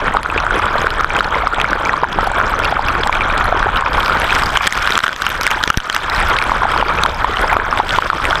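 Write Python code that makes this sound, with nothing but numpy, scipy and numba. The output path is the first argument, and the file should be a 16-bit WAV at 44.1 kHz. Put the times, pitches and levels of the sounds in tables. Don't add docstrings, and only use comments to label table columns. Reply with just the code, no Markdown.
import sys
import numpy as np
from scipy import signal
from scipy.fft import rfft, irfft, next_fast_len
from scipy.io import wavfile
from scipy.ndimage import uniform_filter1d, map_coordinates
from numba import njit

SR = 44100
rng = np.random.default_rng(int(sys.argv[2]) if len(sys.argv) > 2 else 0)


def digitize_waveform(pressure):
    field = np.atleast_2d(pressure).T
    bounded = np.clip(field, -1, 1)
    quanta = np.round(bounded * 32767).astype(np.int16)
    wavfile.write(sys.argv[1], SR, quanta)


def voltage_ratio(level):
    return 10 ** (np.asarray(level, float) / 20)


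N = 370437

# frequency in Hz, level in dB per Hz.
CASE_COLOUR = [(350, -31), (600, -9), (843, -1.5), (1440, 1.5), (1950, -10.5), (2340, -10), (2740, -17.5),
               (3280, -16), (4900, -37), (7860, -45), (11700, -47.5), (19800, -120)]
# frequency in Hz, level in dB per Hz.
GRIT_COLOUR = [(1060, -3.5), (1800, 7.5), (2620, 2.5), (3260, 4), (4450, -6.5), (5010, -4.5), (6960, -14.5),
               (7910, -12.5), (10500, -23.5), (12800, -20.5), (16000, -31)]
# time in seconds, sand load in dB.
SAND_LOAD = [(0, -51.5), (.56, -43), (2.05, -48.5), (2.3, -43), (3.45, -45), (3.85, -51), (3.96, -40),
             (4.3, -35.5), (4.87, -33.5), (5.1, -36.5), (5.76, -39.5), (6.22, -37), (6.97, -41.5),
             (7.39, -38.5), (7.64, -47.5), (7.94, -33), (8.04, -36), (8.4, -38)]


def unit(x):
    return x / np.sqrt(np.mean(x ** 2) + 1e-20)


def wobble(knots_per_s):
    knots = rng.standard_normal(int(N * knots_per_s / SR) + 4)
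    return map_coordinates(knots, [np.arange(N) * knots_per_s / SR])


def swing(rows):
    curve = np.interp(np.arange(N) / SR, *np.transpose(rows))
    return curve - curve.mean()


def coloured(x, points):
    m = 2 ** 14
    hz, db = np.transpose(points)
    level = voltage_ratio(np.interp(np.log(np.fft.rfftfreq(m, 1 / SR) + 1), np.log(hz + 1), db))
    cepstrum = irfft(np.log(level + 1e-6), m)
    cepstrum[1:m // 2] *= 2
    cepstrum[m // 2 + 1:] = 0
    impulse = irfft(np.exp(rfft(cepstrum)), m)
    return signal.oaconvolve(x, impulse)[:N]


def mottled(x, patchy_db):
    z = signal.stft(x, nperseg=128)[2]
    field = uniform_filter1d(rng.standard_normal(z.shape), size=6, axis=0)
    field = uniform_filter1d(field, size=3, axis=1)
    return signal.istft(z * voltage_ratio(patchy_db * unit(field)), nperseg=128)[1][:N]


@njit
def rings(n, start, step, gain, cycles, rise, soft, bend):
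    out = np.zeros(n)
    for g in range(len(start)):
        for i in range(min(int(4 * cycles[g] / step[g]), n - start[g])):
            u = i * step[g]
            shape = np.exp(-(u / cycles[g]) ** bend) * (1 - np.exp(-u / soft))
            out[start[g] + i] += gain[g] * shape * np.sin(2 * np.pi * u * (1 + rise * u / cycles[g]))
    return out


def struck(rows, cycles, rise, soft, bend):
    s, db, hz = np.transpose(rows)[:3]
    draw = rng.random((len(s), 2))
    gain = voltage_ratio(db) * np.sign(draw[:, 0] - .5)
    length_cycles = cycles * (0.69 + .5 * draw[:, 1])
    return rings(N, (s * SR).astype(np.int64), hz / SR, gain, length_cycles, rise, soft, bend)


def near(rows, hz, spread):
    scatter = rng.uniform(-1.94, 1.84, len(rows))
    return [(s, db, hz * (1 + spread * r)) for (s, db), r in zip(rows, scatter)]


def shower(rate_per_s, low_hz, high_hz, cycles, spread_db, most_db, rise):
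    draw = rng.random((int(rate_per_s * N / SR), 3))
    hz = low_hz * (high_hz / low_hz) ** draw[:, 1]
    size_db = np.minimum(-spread_db * np.log(draw[:, 2] + 1e-9), most_db) + 20 * np.log10(hz)
    rows = np.transpose([draw[:, 0] * N / SR, size_db, hz])
    return unit(struck(rows, cycles, rise, soft=0.41, bend=0.96))


def bursts(rows, decay_s):
    blows = np.bincount([round(r[0] * SR) for r in rows], [voltage_ratio(r[1]) for r in rows], N)[:N]
    envelope = signal.lfilter([1], [1, -np.exp(-1 / (decay_s * SR))], blows)
    return envelope * np.sign(rng.standard_normal(N))


def turbulence():
    # time in seconds, turbulence in dB.
    flow = [(0.0, -24), (0.63, -18), (1.19, -20.5), (1.85, -20), (2.03, -21.5), (2.32, -18.5), (2.5, -20),
            (4.37, -16.5), (4.58, -17), (4.91, -15.5), (5.05, -19.5), (5.21, -21.5), (5.54, -18),
            (5.76, -21), (5.96, -18), (6.29, -17), (8.21, -18.5), (8.4, -19.5)]
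    return swing(flow)


def gravel_bar():
    t = np.arange(N) / SR
    start_s, end_s, rise_s, fall_s = 4.55, 6.22, 0.15, 0.58
    return np.clip(np.minimum((t - start_s) / rise_s, (end_s - t) / fall_s) + .5, 0, 1)


def splashes():
    draw = rng.random((int(70 * N / SR), 2))
    rows = np.transpose([draw[:, 0] * (N - 1) / SR, 14 * draw[:, 1] ** 2])
    return unit(bursts(rows, decay_s=0.0026))


def buffeting(flow_db, bar, surge, heave):
    # frequency in Hz, level in dB per Hz.
    eddy_colour = [(8.8, -23), (15, 2), (37, 0), (81, -5), (145, -14.5), (242, -26.5), (390, -37),
                   (660, -120)]
    rumble = coloured(rng.standard_normal(N), eddy_colour)
    eddies = unit(voltage_ratio(1.44 * heave + 1.0 * surge) * rumble)
    return voltage_ratio(-21 + 0.99 * flow_db - 5 * bar) * eddies


def sloshing(flow_db, bar, surge, heave, splash):
    # frequency in Hz, level in dB per Hz.
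    slosh_colour = [(76, -32), (130, -6.5), (242, -7.5), (650, -4), (840, -44), (1430, -120)]
    pockets = shower(400, 100.0, 867, 1.27, spread_db=2.0, most_db=13.0, rise=0.061)
    pockets = pockets + 0.9 * rng.standard_normal(N) + 2.06 * splash
    slosh = unit(voltage_ratio(0.53 * heave + 2.4 * surge) * coloured(pockets, slosh_colour))
    return voltage_ratio(-24 + 0.46 * flow_db - 6 * bar) * slosh


def gurgling(flow_db, bar, surge, heave, splash):
    froth = shower(1800, 413.0, 10640, 4.52, spread_db=2.5, most_db=8.5, rise=0.0554)
    froth = froth + 0.6 * rng.standard_normal(N) + 0.53 * splash
    flutter_db = 0.39 * heave + 1.8 * surge + 1.07 * wobble(90)
    bubbles = unit(voltage_ratio(flutter_db) * coloured(froth, CASE_COLOUR))
    bubbles = bubbles - 0.5 * bar * signal.filtfilt(*signal.butter(2, 950, fs=SR), bubbles)
    return voltage_ratio(-14.5 + flow_db - 0.3 * bar) * bubbles


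def drifting_sand(surge, splash):
    sand_db = -40.5 + 0.99 * swing(SAND_LOAD)
    thick = np.clip((sand_db + 46.0) / 14, .15, 1)
    hits = rng.random((int(650 * N / SR), 2))
    size_db = np.minimum(-6.5 * np.log(hits[:, 1] + 1e-9), 14)
    rows = np.transpose([hits[:, 0] * (N - 1) / SR, size_db])
    cracks = unit(mottled(bursts(rows, decay_s=0.00044), patchy_db=4))
    fizz = shower(450, 2890, 17500, 7.9, spread_db=11.5, most_db=24.0, rise=0.044)
    drops = shower(90, 3086, 8500, 8.5, spread_db=6.5, most_db=10.0, rise=0.013)
    sand = 1.8 * thick * cracks + (1 - 0.7 * thick) * (1.5 * fizz + 0.86 * drops)
    sand = sand + (0.13 + 0.25 * thick) * rng.standard_normal(N) + 0.095 * splash
    sand = unit(voltage_ratio(1.36 * surge) * coloured(sand, GRIT_COLOUR))
    return voltage_ratio(sand_db + 11.0) * sand


def water():
    flow_db, bar, splash = turbulence(), gravel_bar(), splashes()
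    surge, heave = wobble(25), wobble(11)
    low = buffeting(flow_db, bar, surge, heave) + sloshing(flow_db, bar, surge, heave, splash)
    return low + gurgling(flow_db, bar, surge, heave, splash) + drifting_sand(surge, splash)


def lesser_bubbles():
    # start in seconds, peak in dB, pitch in Hz.
    blips = [(0.3236, -6, 1270), (0.4015, -7, 1330), (0.5074, -0.5, 1460), (0.8458, -9, 1480),
             (0.8608, -13, 1370), (1.0057, -2, 1240), (1.1233, -10, 1320), (1.4343, -9, 710),
             (1.5258, -4, 1310), (1.5341, -2, 1390), (1.8323, -7, 1340), (1.9378, -13, 1040),
             (1.9763, -3, 1160), (2.0484, -2, 930), (2.1925, -1, 1280), (2.2309, -2, 1310),
             (2.5259, -7, 1500), (2.5372, -6, 1180), (2.7679, -3, 1233), (2.8774, -11, 1040),
             (2.9031, -10, 1300), (3.0326, -7.5, 1596), (3.0612, -6, 830), (3.3625, -5, 1350),
             (3.6904, -3, 1390), (3.7741, -9, 1327), (3.8377, -9, 1520), (4.0962, 2, 1320),
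             (4.5591, 0, 1550), (5.0368, -1, 1500), (4.9655, -2, 1200), (5.0722, -6, 1500),
             (5.3164, -8, 1520), (5.4015, -12, 1460), (5.4752, -3, 1670), (5.7442, -2, 1500),
             (5.8697, -6, 1300), (6.1295, -10, 1270), (6.359, -5, 1560), (6.6197, -1, 1022),
             (7.0508, 0, 945), (5.6105, -7, 1200), (7.4424, -7, 929), (7.8085, -6, 1170),
             (7.9373, -5, 1460), (8.0578, -4, 1400), (8.0656, -3, 1570), (8.1995, -2, 1230),
             (8.3178, -5, 1220), (8.3285, 1.5, 1429)]
    # start in seconds, peak in dB, pitch in Hz.
    glugs = [
        (0.4377, -9, 715),
        (0.7547, -6.5, 640),
        (0.9895, -17, 423),
        (2.3813, -9, 644),
        (4.9011, -17, 407),
        (5.3949, -19, 510),
        (5.7033, 10.5, 1230),
        (6.8606, -14, 370),
        (6.9831, -13, 507),
        (8.3078, -11, 710),
    ]
    blip_rings = voltage_ratio(5.5) * struck(blips, 4.05, rise=0.0074, soft=1.0, bend=1.36)
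    return blip_rings + voltage_ratio(6.0) * struck(glugs, 3.1, rise=0.022, soft=0.9, bend=2.2)


def fine_grit():
    # start in seconds, peak in dB, pitch in Hz.
    taps = [(0.0802, -11, 1800), (0.1224, -13, 1900), (0.3838, -7, 2610), (0.5939, -13, 2150),
            (1.3448, -5.5, 2070), (1.4239, -11, 2100), (1.4625, -14.2, 2200), (1.5991, -12, 2450),
            (1.6526, -4, 2190), (1.8579, -7, 2300), (1.893, -2, 1890), (2.1264, -9, 3260),
            (2.6521, -7, 2720), (1.3185, -17, 3080), (3.218, -6, 2300), (3.3001, -8, 2370),
            (3.4091, -7, 1860), (3.6266, -10, 1810), (3.7711, -7, 3000), (4.17, -17, 2400),
            (4.306, -4, 2500), (4.322, -6, 3200), (4.5638, -5, 2270), (4.607, -4, 2337),
            (4.8204, -15, 1810), (4.966, -15, 2630), (5.5204, -14.3, 1810), (5.7802, -8, 1811),
            (5.9549, -7, 1990), (6.1194, -8, 1980), (6.1474, -9, 1840), (6.2158, -7, 1860),
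            (6.3163, -14, 2100), (6.3858, -7, 2202), (6.85, -8, 2297), (7.2438, -5, 1800),
            (7.3395, -9, 1840), (7.4072, -14, 2000), (7.4963, -5, 2020), (7.9392, -7, 2060)]
    # start in seconds, peak in dB, pitch in Hz.
    grains = [(0.3784, -21, 3910), (0.4019, -21, 4050), (0.782, -19, 4040), (0.9045, -15, 3990),
              (1.0023, -23, 3680), (1.1966, -16, 3850), (1.4777, -20, 4930), (1.6867, -21, 4150),
              (1.2445, -15, 4200), (1.8942, -25, 5040), (1.9319, -19.5, 3970), (1.9675, -23.8, 4630),
              (2.2728, -22, 10760), (2.4578, -22, 5340), (2.6532, -16, 4390), (1.353, -25, 5360),
              (3.4417, -19, 4080), (3.7717, -14, 3820), (3.8524, -24, 5270), (3.9317, -20, 4970),
              (3.9404, -21, 3610), (3.9711, -22, 5170), (4.0305, -15, 3620), (4.0474, -18, 4870),
              (4.0601, -16.5, 4970), (4.1227, -17, 3940), (4.1708, -17.5, 4190), (4.243, -18.6, 11600),
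              (4.3052, -21, 4040), (4.3294, -14, 4870), (4.3959, -18, 8000), (4.4356, -12, 4890),
              (4.459, -13, 4780), (4.8243, -17, 5350), (4.8738, -15, 3900), (4.9545, -13, 4140),
              (5.0368, -9, 3100), (5.4763, -16, 3610), (5.5314, -20.2, 3880), (5.6371, -6, 3680),
              (5.7814, -14, 3610), (5.8981, -17, 4950), (5.9274, -10, 4150), (6.0984, -12.5, 3980),
              (6.1478, -21, 5000), (6.1632, -17, 4035), (6.2714, -23, 5070), (6.2976, -20, 4270),
              (6.3661, -15, 3700), (6.3874, -14.5, 3680), (6.4242, -16.5, 4960), (6.7762, -12, 4260),
              (6.8844, -16, 4520), (7.1458, -21, 5050), (7.384, -23, 4210), (7.4783, -19, 5140),
              (7.7104, -18.5, 5320), (7.7872, -15, 3610), (7.8926, -17, 4400), (8.0676, -23, 4890)]
    # start in seconds, peak in dB, pitch in Hz.
    glints = [(0.1387, -29, 8030), (0.5596, -29.2, 10000), (2.386, -30, 11500), (5.2915, -19, 12500),
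              (7.569, -29, 11500), (7.652, -30, 6000), (4, -25, 12500), (2.2415, -28, 10990),
              (2.3175, -26, 7800), (2.4971, -29.7, 11540), (5.5092, -22, 11700), (7.5375, -26, 12500),
              (7.6615, -34, 14000), (5.3545, -30, 9000), (3.4447, -27, 10690), (3.4583, -29.3, 10720),
              (4.3825, -21, 9000), (4.7335, -20, 11000), (4.5764, -20, 7010), (4.6753, -6.5, 7800),
              (4.2, -21, 10700), (5.7365, -24, 11500), (4.9756, -14.5, 7300), (5.7592, -31, 12800),
              (5.432, -23, 11700), (5.7896, -24, 10500), (5.773, -14, 12400), (5.7815, -28.3, 8100),
              (5.949, -19, 12140), (6.1954, -28, 8100), (6.2024, -23, 9400), (6.227, -24, 7900),
              (6.2865, -23.7, 11070), (6.439, -26, 10600), (7.4152, -22, 10490), (7.7365, -29, 8700),
              (7.7823, -29, 8110), (8.26, -25, 9000)]
    ring = voltage_ratio(5.0) * struck(taps, 5.1, rise=0.004, soft=0.75, bend=0.84)
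    ring += voltage_ratio(8.5) * struck(grains, 5.9, rise=0.004, soft=1.3, bend=1.1)
    ring += voltage_ratio(12.5) * struck(glints, 5.2, rise=0.003, soft=1.1, bend=1.8)
    crack = mottled(bursts(grains + glints, decay_s=0.0011), patchy_db=5.5)
    crack_db = 11.5 + 0.47 * np.minimum(swing(SAND_LOAD) - 7.5, 0)
    return ring + voltage_ratio(crack_db) * coloured(crack, GRIT_COLOUR)


def shoves():
    # start in seconds, peak in dB, recovery in seconds.
    pushes = [
        (5.7736, 4.5, 0.0023),
    ]
    out, t = np.zeros(N), np.arange(N) / SR
    for s, db, recovery_s in pushes:
        u = np.maximum(t - s, 0) / recovery_s
        jump = (1 - np.exp(-u * 4)) ** 2
        out -= voltage_ratio(db + 16.5) * jump * (np.exp(-u) - 0.17 * np.exp(-u / 5.1))
    return out


def gravel_strikes():
    # start in seconds, peak in dB, pitch in Hz, crack in dB.
    ticks = [(0.3002, -7, 2540, -28), (0.3774, -2, 2370, -44), (1.104, -7, 2330, -36),
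             (1.15, -12, 3220, -27), (1.1654, -5, 2560, -17), (1.1888, -7.5, 3000, -11.5),
             (1.6005, -6, 2480, -21), (2.637, -8, 2440, -24), (2.6466, -7.5, 2535, -10),
             (2.8849, -6, 2600, -17), (3.035, -3.5, 3290, -33), (3.127, -2, 2300, -22),
             (3.152, -5, 2400, -20), (3.208, -4.5, 2370, -41), (3.7595, -6.5, 2820, -33),
             (3.8616, -7, 2400, -31), (4.0043, -5, 3150, -28), (4.0805, -5, 2290, -17),
             (4.2953, -6, 2320, -35), (4.351, -10.5, 2280, -2), (4.572, 5.5, 3020, -20),
             (6.4158, -5.5, 2350, -28), (6.812, -7.5, 2790, -15), (6.987, -7, 2540, -35),
             (7.37, -6.5, 2950, -35), (7.53, -2, 2370, -34), (7.7743, -10, 3400, -15),
             (8.2529, -5, 2550, -9.5), (8.308, -3.5, 3220, -27), (8.3553, -1, 3470, -37)]
    # start in seconds, peak in dB, pitch in Hz.
    sparks = [(.2315, -19, 10500), (.5906, -23.5, 5820), (.6567, -19.5, 7570), (.817, -18.5, 6500),
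              (1.0087, -15.5, 6160), (1.097, -23, 5950), (1.1654, -15, 7100), (1.5454, -21, 7750),
              (1.6148, -16, 6000), (1.7074, -18, 5740), (1.8516, -18, 6170), (2.129, -19, 5540),
              (2.5911, -17.5, 6000), (3.0734, -15.5, 7200), (3.3776, -17.5, 7600), (3.594, -20, 5650),
              (3.768, -21, 12500), (3.8088, -22, 7240), (4.3505, -13, 5700), (4.3891, -15, 12000),
              (5.0552, -19, 12500), (4.707, -17, 6270), (4.7245, -7, 6510), (4.9052, -9, 5720),
              (5.1625, -16.5, 5920), (5.302, -14, 12000), (5.5058, -12, 6480), (6.7171, -18.5, 7940),
              (7.5295, -17, 10100), (8.301, -17, 5370)]
    # start in seconds, peak in dB, crack in dB.
    pebbles = [(4.67, -4, -2.5), (4.7255, -14.5, 0), (4.7758, 0, -16.5), (4.922, -6, -10), (4.966, -6, -18),
               (4.99, 9, -17), (5.004, 8.5, -23), (5.045, 7, -16), (5.0621, 9, -28), (5.08, 11, -19.5),
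               (5.0916, 8, -30), (5.223, -6, -11), (5.476, 1, -20), (5.522, -10, -10), (5.629, -6.5, -11)]
    # start in seconds, knock, tick and spark in dB.
    stones = [(0.059, -8, -31, -36), (4.641, -11, -10, -15.5), (4.674, -22, -5, -4.5),
              (4.8745, 6.5, -9, -29), (4.954, -22, -4, -18), (4.977, 11, -19, -8), (5.0405, 11.5, -11, -12),
              (5.0658, 8, -1, -14), (5.129, -20, -9, -21), (5.22, -1, -28, -12.5), (5.266, 3.5, -3.5, -13),
              (5.4116, -12, -18, -11), (5.4329, -17, -28, -17), (5.4669, -2, -16, -6),
              (5.5135, -17, -2, -11.5), (5.6378, 3.5, -5, -15), (5.6765, -8, -8, -12),
              (5.702, 13.5, 7.5, -6), (5.729, -25, -25, -17), (5.7422, 3, -3, -22), (5.7737, -3, -7, -2.5),
              (5.802, -2, -8, -16), (5.899, 0, -3, -14), (5.947, -9, -12, -12), (5.964, 7.5, 0, -14),
              (7.0358, 2, -12, -7), (7.0612, 6, -1, -16)]
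    knock = near([(r[0], r[1]) for r in stones], 1423, spread=0.05)
    tick = near([(r[0], r[2]) for r in stones], 3100, spread=0.05)
    spark = near([(r[0], r[3]) for r in stones], 5970, spread=0.05)
    ring = voltage_ratio(4.0) * struck(knock, 2.7, rise=0.0077, soft=0.49, bend=3.6)
    ring += voltage_ratio(5.5) * struck([r[:3] for r in ticks] + tick, 4.15, rise=0.0031, soft=0.45, bend=0.86)
    ring += voltage_ratio(3) * struck(sparks + spark, 7, rise=.005, soft=1.5, bend=2)
    bounces = [(s, db, 1450) for s, db, _ in pebbles]
    ring += voltage_ratio(-1.0) * struck(bounces, 3.3, rise=0.01, soft=0.48, bend=1.4)
    snap_s = .0008
    bright = [(s, db + crack_db) for s, db, *_, crack_db in ticks + pebbles]
    snaps = bursts(bright, snap_s) + .5 * bursts(sparks, snap_s) + 0.83 * bursts(spark, snap_s)
    crack = voltage_ratio(18.5) * coloured(mottled(snaps, patchy_db=4), GRIT_COLOUR)
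    shaken_case = voltage_ratio(10.5) * coloured(bursts(ticks + tick, decay_s=0.0034), CASE_COLOUR)
    return ring + crack + shaken_case


def bubble_bursts():
    # start in seconds, peak in dB, pitch in Hz.
    gulps = [(.142, -3, 1030), (.149, -1, 840), (.666, 2, 1160), (1.356, -1.5, 1020), (1.421, -3, 1220),
             (1.583, -4.5, 830), (1.939, 0.5, 1040), (2.034, 6, 960), (2.187, 6.5, 880), (2.272, -2, 754),
             (2.315, -1.5, 865), (2.519, -6, 820), (2.725, 1, 794), (2.792, -1, 880), (3.095, 3.5, 1020),
             (3.525, 2, 697), (3.667, 1, 795), (3.823, -2, 1050), (3.863, -2, 1130), (4.556, -6, 1000),
             (6.518, 6, 1057), (6.632, 1.5, 945), (6.653, 2, 810), (6.762, 3, 950), (6.826, 6, 890),
             (7.245, 7.5, 990), (7.527, 3.5, 910), (7.553, -3, 1050), (7.8, 8.5, 870), (7.986, 13, 1010),
             (.995, -4, 1280),
        (2.042, 6.5, 1450),
        (2.242, -2, 1380),
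        (5.782, 3, 1530),
    ]
    # start in seconds, peak in dB.
    slaps = [(.081, -2.5), (.169, 8), (.26, 2.5), (.466, 1), (.596, -1), (.869, 4), (1.045, 7.5),
             (1.207, 7), (1.471, 5.5), (.0595, -5), (1.644, 5), (1.731, 5), (1.894, 3.5), (2.233, -4),
             (2.401, 1), (2.413, 7), (2.952, 2), (3.41, 0), (3.628, 7), (3.991, 1.5), (4.326, 3),
             (4.609, 2), (6.425, 2), (6.495, 2), (7.5675, 8.5), (7.5988, 6), (7.7268, 5.5), (8.023, 8),
             (8.101, 11), (8.131, 6)]
    # start in seconds, peak in dB, pitch in Hz.
    plops = [(0.042, -11.5, 430), (0.361, -4, 420), (0.555, -4, 480), (0.843, -3, 464), (1.185, -4, 510),
             (1.755, -7, 500), (1.839, -7, 563), (2.027, -6, 430), (2.228, -4, 484), (2.88, -16, 598),
             (3.66, -5.5, 400), (5.034, -13, 200), (5.56, -13, 332), (7.437, -4, 510), (7.566, 2.5, 600),
             (7.795, -4, 525), (7.982, -4, 445), (8.059, -3, 573)]
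    rows = gulps + near(slaps, 1337, spread=0.1)
    bursting = voltage_ratio(6.5) * struck(rows, 2.12, rise=0.0028, soft=.7, bend=1.16)
    return bursting + voltage_ratio(1.5) * struck(plops, 1.56, rise=0.0069, soft=0.25, bend=1.0)


def scene():
    mix = water() + lesser_bubbles() + fine_grit() + shoves() + gravel_strikes() + bubble_bursts()
    return mix[None]


@njit
def ducked(x, limit, fall, climb):
    out, peak = np.zeros(len(x)), limit
    for i in range(len(x)):
        out[i] = x[i] * limit / peak
        aim = max(abs(x[i]), limit)
        peak += (aim - peak) * (fall if aim > peak else climb)
    return out


def low_pass(x):
    return signal.sosfilt(signal.butter(12, 16370, fs=SR, output="sos"), x)


def record(dry):
    edge_hz = (14200, 16350)
    fall_s, climb_s = 0.0029, .09
    x = ducked(dry[0], voltage_ratio(-7.5), 1 / (fall_s * SR), 1 / (climb_s * SR))
    x = x + voltage_ratio(-66) * rng.standard_normal(N)
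    x = x / (1 + np.abs(x / .99) ** 9) ** (1 / 9)
    m = next_fast_len(N)
    rolloff = np.interp(np.fft.rfftfreq(m, 1 / SR), edge_hz, (1, 0))
    x = irfft(rfft(x, m) * rolloff, m)[:N]
    return low_pass(x[None])


dry = scene()
out = record(dry)
digitize_waveform(out)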